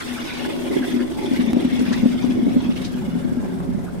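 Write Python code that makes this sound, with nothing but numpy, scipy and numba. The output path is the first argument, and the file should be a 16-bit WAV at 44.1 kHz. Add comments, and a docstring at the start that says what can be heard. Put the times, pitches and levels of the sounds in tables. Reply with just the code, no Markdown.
"""A kitchen, heard by two spaced microphones: juice pours from a bottle through a plastic funnel
into a big glass jar. The stream drags air into the pool in the funnel, where large bubbles gulp and
churn, deeper as the pool grows, and ring the hollow air resonances. Splash and fizz ride on top,
dotted with plinks, spatters and one dry click. They die down as the jar fills and a thin trickle
comes through. A low thrum sits under it all."""
import sys
import numpy as np
from scipy import signal
from scipy.fft import rfft, irfft
from scipy.io import wavfile
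from scipy.ndimage import uniform_filter1d, map_coordinates
from numba import njit

SR = 44100
rng = np.random.default_rng(int(sys.argv[2]) if len(sys.argv) > 2 else 0)


def inscribe(sig):
    """Save sig as 16-bit PCM at rate SR to the path in sys.argv[1].

    A 1-D sig is mono; a 2-D sig holds one channel per row.
    Samples are clipped to [-1, 1] before scaling.
    """
    pcm = np.round(np.clip(np.atleast_2d(sig).T, -1, 1) * 32767)
    wavfile.write(sys.argv[1], SR, pcm.astype(np.int16))


N = 176400

# Churn of the pool in the funnel: time_s, level_db, pitch_hz
POOL_CHURN = [(0, -37.5, 258), (.35, -39.5, 274), (.7, -29, 290), (1.15, -29.5, 278.5), (1.45, -28, 259),
              (1.9, -27, 230), (2.55, -23.5, 227), (2.85, -30, 192), (3.3, -30, 185.5), (4, -30.5, 193)]
# Air resonances of jar and surroundings, with the start and end level of the stream's own ring:
# pitch_hz, width_hz, left_db, right_db, start_db, end_db
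AIR_MODES = [(174.2, 3.7, -6, -3, -43.5, -26), (250.3, 8.9, 0, -5.5, -26.5, -31),
             (370.4, 35.6, -8.5, 1, -44.5, -36)]
# Fader for the burble of mid-sized bubbles: time_s, level_db
BURBLE_FADER = [(0, -43.5), (.3, -39.5), (.8, -36.5), (1.12, -40.5), (1.5, -38.5), (2.1, -40.5),
                (2.85, -41.5), (4, -42)]
# Faders for the fine spray: time_s, splash_db, fizz_db
SPRAY_FADERS = [(0, -31.5, -44.5), (.12, -38, -49), (.4, -35, -48.5), (.55, -41.5, -50), (.75, -39.5, -49),
                (.95, -39, -48.5), (1.08, -44, -53), (1.2, -44.5, -53.5), (1.35, -35, -47.5),
                (1.5, -43.5, -54), (1.79, -39.5, -51), (1.9, -35, -50.5), (2.02, -40, -51.5),
                (2.42, -43, -55.5), (2.8, -43, -54), (2.92, -47, -54), (3.3, -53, -57.5), (4, -61, -58.5)]
# Tone of the burble, the splash and the fizz: frequency_hz, gain_db
BURBLE_EQ = [(300, 20.5), (450, -5.5), (550, 0.5), (700, -1.5), (900, -7), (1200, -11.5), (1600, -18.5),
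             (2200, -11), (3000, -25)]
SPLASH_EQ = [(700, 28.5), (900, 0), (1150, -9), (1700, -3.5), (2150, -0.5), (2550, -4), (3100, -4),
             (3500, -2), (4100, -11.5), (5400, -13), (6400, -18.5), (8000, -5)]
FIZZ_EQ = [(4500, -1), (6300, -11.5), (8000, -7), (10000, -7.5), (12500, -12.5), (15500, -19)]
# Cavity resonances that colour the splashing: pitch_hz
CAVITY_MODES = [446, 559, 619, 866, 970, 1117, 1337, 1470, 1970, 2190]
# Tone of the falling liquid's thrum and of the quiet kitchen: frequency_hz, gain_db
THRUM_EQ = [(20, -7), (45, 1.5), (72, 13), (90, 5), (125, 11.5), (170, 8), (300, -39)]
ROOM_TONE_EQ = [(20, 2), (100, 7), (500, -1), (2000, -16.5), (6000, -28), (16000, -55)]
# Drops hitting the funnel: peak_s, level_db, centre_hz, decay_s
SPATTER_HITS = [(0.011, -27.5, 1410, 0.016), (.29, -47, 1700, 0.025), (.38, -48.5, 3250, 0.083),
                (1.795, -37, 5900, 0.0072), (1.922, -31, 1070, 0.027), (1.932, -32, 4400, 0.013),
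                (2.85, -33.5, 3960, 0.018), (2.976, -36, 890, 0.0064), (3.604, -24.5, 700, 0.0021)]
# Bunches of clear bubbles: start_s, level_db, pitch_hz
PLINK_BUNCHES = [(.165, -27, 1400), (.293, -26, 2150), (.822, -25.5, 1526), (.99, -30, 1586),
                 (1.925, -23, 1950), (2.108, -34.5, 2140), (2.22, -32, 5500), (2.848, -33.5, 4920),
                 (3.866, -35, 1390)]
# Big gulps of air, positive pan to the left: peak_s, level_db, pitch_hz, pan_db
AIR_GULPS = [(.439, -23, 257, 3), (.464, -19.5, 290, 2), (0.718, -18.5, 260, 4), (.768, -8.5, 350, -4),
             (.814, -16, 262, 5), (0.942, -16, 265, 12), (0.968, -15.5, 257, 3), (1.01, -16, 322, 9),
             (1.247, -16.5, 335, -3), (1.316, -10, 270, 4), (1.337, -12.5, 267, 1), (1.397, -10, 250, 6),
             (1.443, -17, 242, 9), (1.479, -12.5, 234, 19), (1.498, -12.5, 232, 3), (1.536, -12, 265, 2),
             (1.548, -14.5, 252, 5), (1.57, -6.5, 265, 5.5), (1.652, -9.5, 253, 2.5),
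             (1.732, -14.5, 246, 3), (1.794, -11, 248, 0), (1.816, -12, 259, 6), (1.832, -21, 254, -8),
             (1.885, -15, 230, 12), (1.913, -10, 235, 6), (1.967, -16.5, 235, 18), (2.035, -7.5, 237, 6),
             (2.061, -3, 248, 3), (2.148, -14, 245, 4), (2.245, -9, 252, 18), (2.297, -14.5, 245, 4),
             (2.308, -11.5, 254, 16), (2.352, -19.5, 250, -9), (2.391, -13, 250, 12),
             (2.432, -14.5, 237, 10), (2.467, -8.5, 257, 5), (2.481, -13, 251, 0), (2.522, -16.5, 252, 7),
             (2.568, -6, 250, -2), (2.696, -10, 246, 3), (2.977, -22.5, 235, -8), (3.038, -20.5, 208, 1),
             (3.085, -17, 224, -5), (3.156, -13, 244, 10), (3.253, -14, 245, 4), (3.324, -16, 253, -2),
             (3.374, -15.5, 256, 7), (3.402, -19.5, 243, 7), (3.542, -26, 239, 11), (3.694, -17, 236, -6),
             (3.752, -19.5, 215, -17)]
# Fader for the trickle in the jar: time_s, level_db
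TRICKLE_FADER = [(2, -67), (2.7, -54), (3.3, -48.5), (4, -58)]


def undb(db):
    """Decibels to gain."""
    return 10 ** (np.asarray(db) / 20)


def unit(x):
    """Scale to rms 1."""
    return x / np.sqrt(np.mean(x ** 2))


def curve(table, t, column=1):
    """One column of a table, joined by straight lines."""
    rows = np.array(table)
    return np.interp(t, rows[:, 0], rows[:, column])


def wobble(per_s):
    """Random levels, smoothly joined; spread near 1."""
    hold = max(int(SR / per_s), 1)
    steps = rng.standard_normal(N)
    return 1.2 * uniform_filter1d(steps[np.arange(N) // hold], hold)


def equalise(x, points):
    """Shape the tone with an EQ curve, then scale to rms 1."""
    hz, db = np.array(points).T
    bins_hz = np.maximum(np.arange(N + 1) * SR / (2 * N), 1)
    gain = undb(np.interp(np.log(bins_hz), np.log(hz), db))
    return unit(irfft(rfft(x, 2 * N) * gain)[..., :N])


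def resonate(x, hz, width_hz):
    """Two-pole resonance, gain 1 at the centre."""
    return signal.lfilter(*signal.iirpeak(hz, hz / width_hz, fs=SR), x)


def noise_band(hz, first_width_hz, second_width_hz):
    """Stereo noise through two resonances in series, at rms 1."""
    band = resonate(rng.standard_normal((2, N)), hz, first_width_hz)
    return unit(resonate(band, hz, second_width_hz))


def room(x, wet_db, t60_s=0.5, predelay_s=0.001435):
    """Add the kitchen's reflections, different at each microphone."""
    t = np.arange(SR // 2) / SR
    tail = rng.standard_normal((2, len(t))) * 1e-3 ** (t / t60_s) * (t > predelay_s)
    tail /= np.sqrt(np.sum(tail ** 2, axis=1, keepdims=True))
    return x + undb(wet_db) * signal.fftconvolve(x * np.ones((2, 1)), tail, axes=1)[:, :N]


@njit
def bubbles(starts, hz, size, decay_cycles, glide_per_s):
    """Each bubble swells quickly, then rings down while its pitch rises."""
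    out = np.zeros(N)
    for k, start in enumerate(starts):
        decay_s = decay_cycles / hz[k]
        for i in range(max(0, int(start * SR) + 1), min(N, int((start + 6 * decay_s) * SR))):
            age = i / SR - start
            envelope = (1 - np.exp(-6 * (age / decay_s) ** 2)) * np.exp(-age / decay_s)
            turns = hz[k] * age * (1 + glide_per_s[k] * age / 2)
            out[i] += size[k] * envelope * np.sin(2 * np.pi * turns)
    return out


def swarm(per_s, pitch, decay_cycles, scatter_db, spread_s=0.001525):
    """A stereo cloud of bubbles; pitch(time, u) gives each its Hz from a random u in 0..1."""
    count = int(per_s * N / SR)
    when, which, strength, place = np.random.default_rng(rng.integers(2 ** 31)).random((count, 4)).T
    starts = (np.arange(count) + 2 * when) / per_s
    hz = pitch(starts, which)
    size = undb(-scatter_db * np.log(np.maximum(strength, .015))) * np.sqrt(hz)
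    glide = 0.035 * hz / decay_cycles  # 3.5 % up per decay time
    lag = spread_s * (place - .5)
    sides = [bubbles(starts + side * lag, hz, size, float(decay_cycles), glide) for side in (1, -1)]
    return unit(np.array(sides))


def churn_swell_db(t):
    """The churn's fader about its average, for other layers to follow."""
    level_db = curve(POOL_CHURN, t)
    return level_db - level_db.mean()


def churn(t):
    """Lesser gulps tumble in uneven surges, lower as the pool deepens."""
    def pitch(at, u):
        octaves = 0.23 * np.arctanh(1.96 * (u - .5))
        return curve(POOL_CHURN, at, column=2) * 2 ** octaves

    tumble = swarm(130, pitch, decay_cycles=1.73, scatter_db=-0.5, spread_s=0.0048)
    tumble = unit(room(tumble, wet_db=-10.5))
    return tumble * undb(curve(POOL_CHURN, t) + 2 * wobble(per_s=30))


def hollow(gurgle, t, drift=0.025, follow=0.44):
    """Air resonances rung by the gurgle and by the stream itself; the lowest grows through the pour."""
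    out = 0
    for hz, width_hz, left_db, right_db, start_db, end_db in AIR_MODES:
        ring = noise_band(hz, width_hz, 2 * width_hz)
        varispeed = np.cumsum(1 + drift * wobble(per_s=7))  # makes the pitch waver
        wavering = np.array([map_coordinates(side, [varispeed], mode="mirror") for side in ring])
        ring_db = np.linspace(start_db, end_db, N) + follow * churn_swell_db(t)
        gurgle_ring = undb(1) * resonate(gurgle, hz, width_hz)
        out += (gurgle_ring + undb(ring_db) * wavering) * undb([[left_db], [right_db]])
    return out


def spray(t, surges_per_s=70):
    """Three sizes of bubble where the wobbling stream lands: burble, splash and fizz."""
    burble = swarm(600, lambda at, u: 400 + 1700 * u ** 2, decay_cycles=2.92, scatter_db=2.5)
    splash = swarm(1200, lambda at, u: 850 + 5600 * u, decay_cycles=10, scatter_db=2.9)
    fizz = swarm(2300, lambda at, u: 5000 + 11000 * u, decay_cycles=2.9, scatter_db=2.9)
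    shared_surge_db = 1.3 * wobble(surges_per_s)

    def layer(cloud, eq, fader_db):
        shaped = equalise(room(cloud, wet_db=1.5), eq)
        own_surge_db = 1.6 * wobble(surges_per_s)
        return shaped * undb(fader_db + shared_surge_db + own_surge_db)

    out = (layer(burble, BURBLE_EQ, curve(BURBLE_FADER, t) + 3.5)
           + layer(splash, SPLASH_EQ, curve(SPRAY_FADERS, t) + 2.5)
           + layer(fizz, FIZZ_EQ, curve(SPRAY_FADERS, t, column=2) + 2.5))
    cavity_ring = sum(resonate(out, hz, width_hz=13.8) for hz in CAVITY_MODES)
    return out + undb(-10) * cavity_ring


def thrum(t, follow=0.93, growth_db_per_s=1.5):
    """The low end of the falling liquid swells with the churn and slowly builds."""
    level_db = -41.5 + follow * churn_swell_db(t) + growth_db_per_s * (t - t.mean())
    return equalise(rng.standard_normal((2, N)), THRUM_EQ) * undb(level_db)


def room_tone():
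    """The quiet kitchen: a steady bed of dark noise."""
    return undb(-39) * equalise(rng.standard_normal((2, N)), ROOM_TONE_EQ)


def spatters(t):
    """Drops slap the funnel in short bursts, quicker to rise than to fade."""
    out = 0
    for peak_s, db, hz, decay_s in SPATTER_HITS:
        width_hz = 0.89 * hz
        envelope = np.exp(-abs(t - peak_s) / np.where(t < peak_s, 0.43 * decay_s, decay_s))
        out += undb(db) * noise_band(hz, width_hz, width_hz) * envelope
    return room(out, wet_db=-11)


def plinks(count=6, gap_s=0.0043, detune=0.081, decay_cycles=6.7, glide_per_s=3.5):
    """Small bunches of clear bubbles ring in quick, loose succession."""
    start_s, db, hz = np.array(PLINK_BUNCHES, float).T[:, :, None]
    late, sharp = rng.standard_normal((len(PLINK_BUNCHES), 2, count)).transpose(1, 0, 2)
    starts = (start_s + gap_s * np.arange(count) * np.exp(late / 4)).ravel()
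    pitches = (hz * (1 + detune * sharp)).ravel()
    sizes = np.repeat(undb(db), count)
    rings = bubbles(starts, pitches, sizes, decay_cycles, np.full(len(pitches), glide_per_s))
    return room(rings, wet_db=-12.5)


def gulps(t, glide_per_s=0.59, slap_decay_s=0.01):
    """Big air pockets swell and collapse in a few cycles; liquid closes over each with a wet slap."""
    out, slap_envelope = np.zeros((2, N)), np.zeros(N)
    for peak_s, db, hz, pan_db in AIR_GULPS:
        phase, place = rng.standard_normal(2)
        near = abs(t - peak_s) < .1
        lag_s = .0007 + .0005 * place  # between the microphones
        age = t[near] - peak_s - np.array([[lag_s], [-lag_s]]) / 2
        briefness = np.sqrt(2) * (hz / 249) ** 2.6  # higher gulps are shorter
        slope_s = np.where(age < 0, 0.0042, 0.0063) / briefness
        swell = 1 / np.cosh(age / slope_s)
        pan = unit(undb(np.array([[pan_db], [-pan_db]]) / 2))
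        turns = phase + hz * age * (1 + glide_per_s * age / 2)
        out[:, near] += undb(db + 1.2) * pan * swell * np.sin(2 * np.pi * turns)
        slap_envelope[near] += undb(db - 23) * np.exp(-abs(t[near] - peak_s) / slap_decay_s)
    slaps = slap_envelope * noise_band(500, 264, 264)
    return room(out + slaps, wet_db=-14)


def click(t, start_s=1.5327, level_db=-14, decay_s=0.0008):
    """A single sharp, dry click."""
    return undb(level_db) * (t > start_s) * np.exp(-abs(t - start_s) / decay_s)


def trickle(t, centre_hz=1493, range_hz=414):
    """Like-sized bubbles from the thin stream under the funnel ring in the filling jar."""
    drips = swarm(90, lambda at, u: centre_hz + range_hz * (u - .5), decay_cycles=12.7, scatter_db=2.5)
    return unit(room(drips, wet_db=1.5)) * undb(curve(TRICKLE_FADER, t))


def scene():
    """The whole pour, mixed at both microphones."""
    t = np.arange(N) / SR
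    gurgle = gulps(t) + churn(t)
    pour = gurgle + hollow(gurgle, t) + spray(t) + plinks() + spatters(t) + trickle(t)
    return pour + click(t) + thrum(t) + room_tone()


def record(dry, top_hz=15750):
    """Clip at full scale, then cut the top with a steep low-pass."""
    low_pass = signal.ellip(10, .2, 80, top_hz, fs=SR, output="sos")
    return signal.sosfilt(low_pass, np.clip(dry, -1, 1))


dry = scene()
out = record(dry)
inscribe(out)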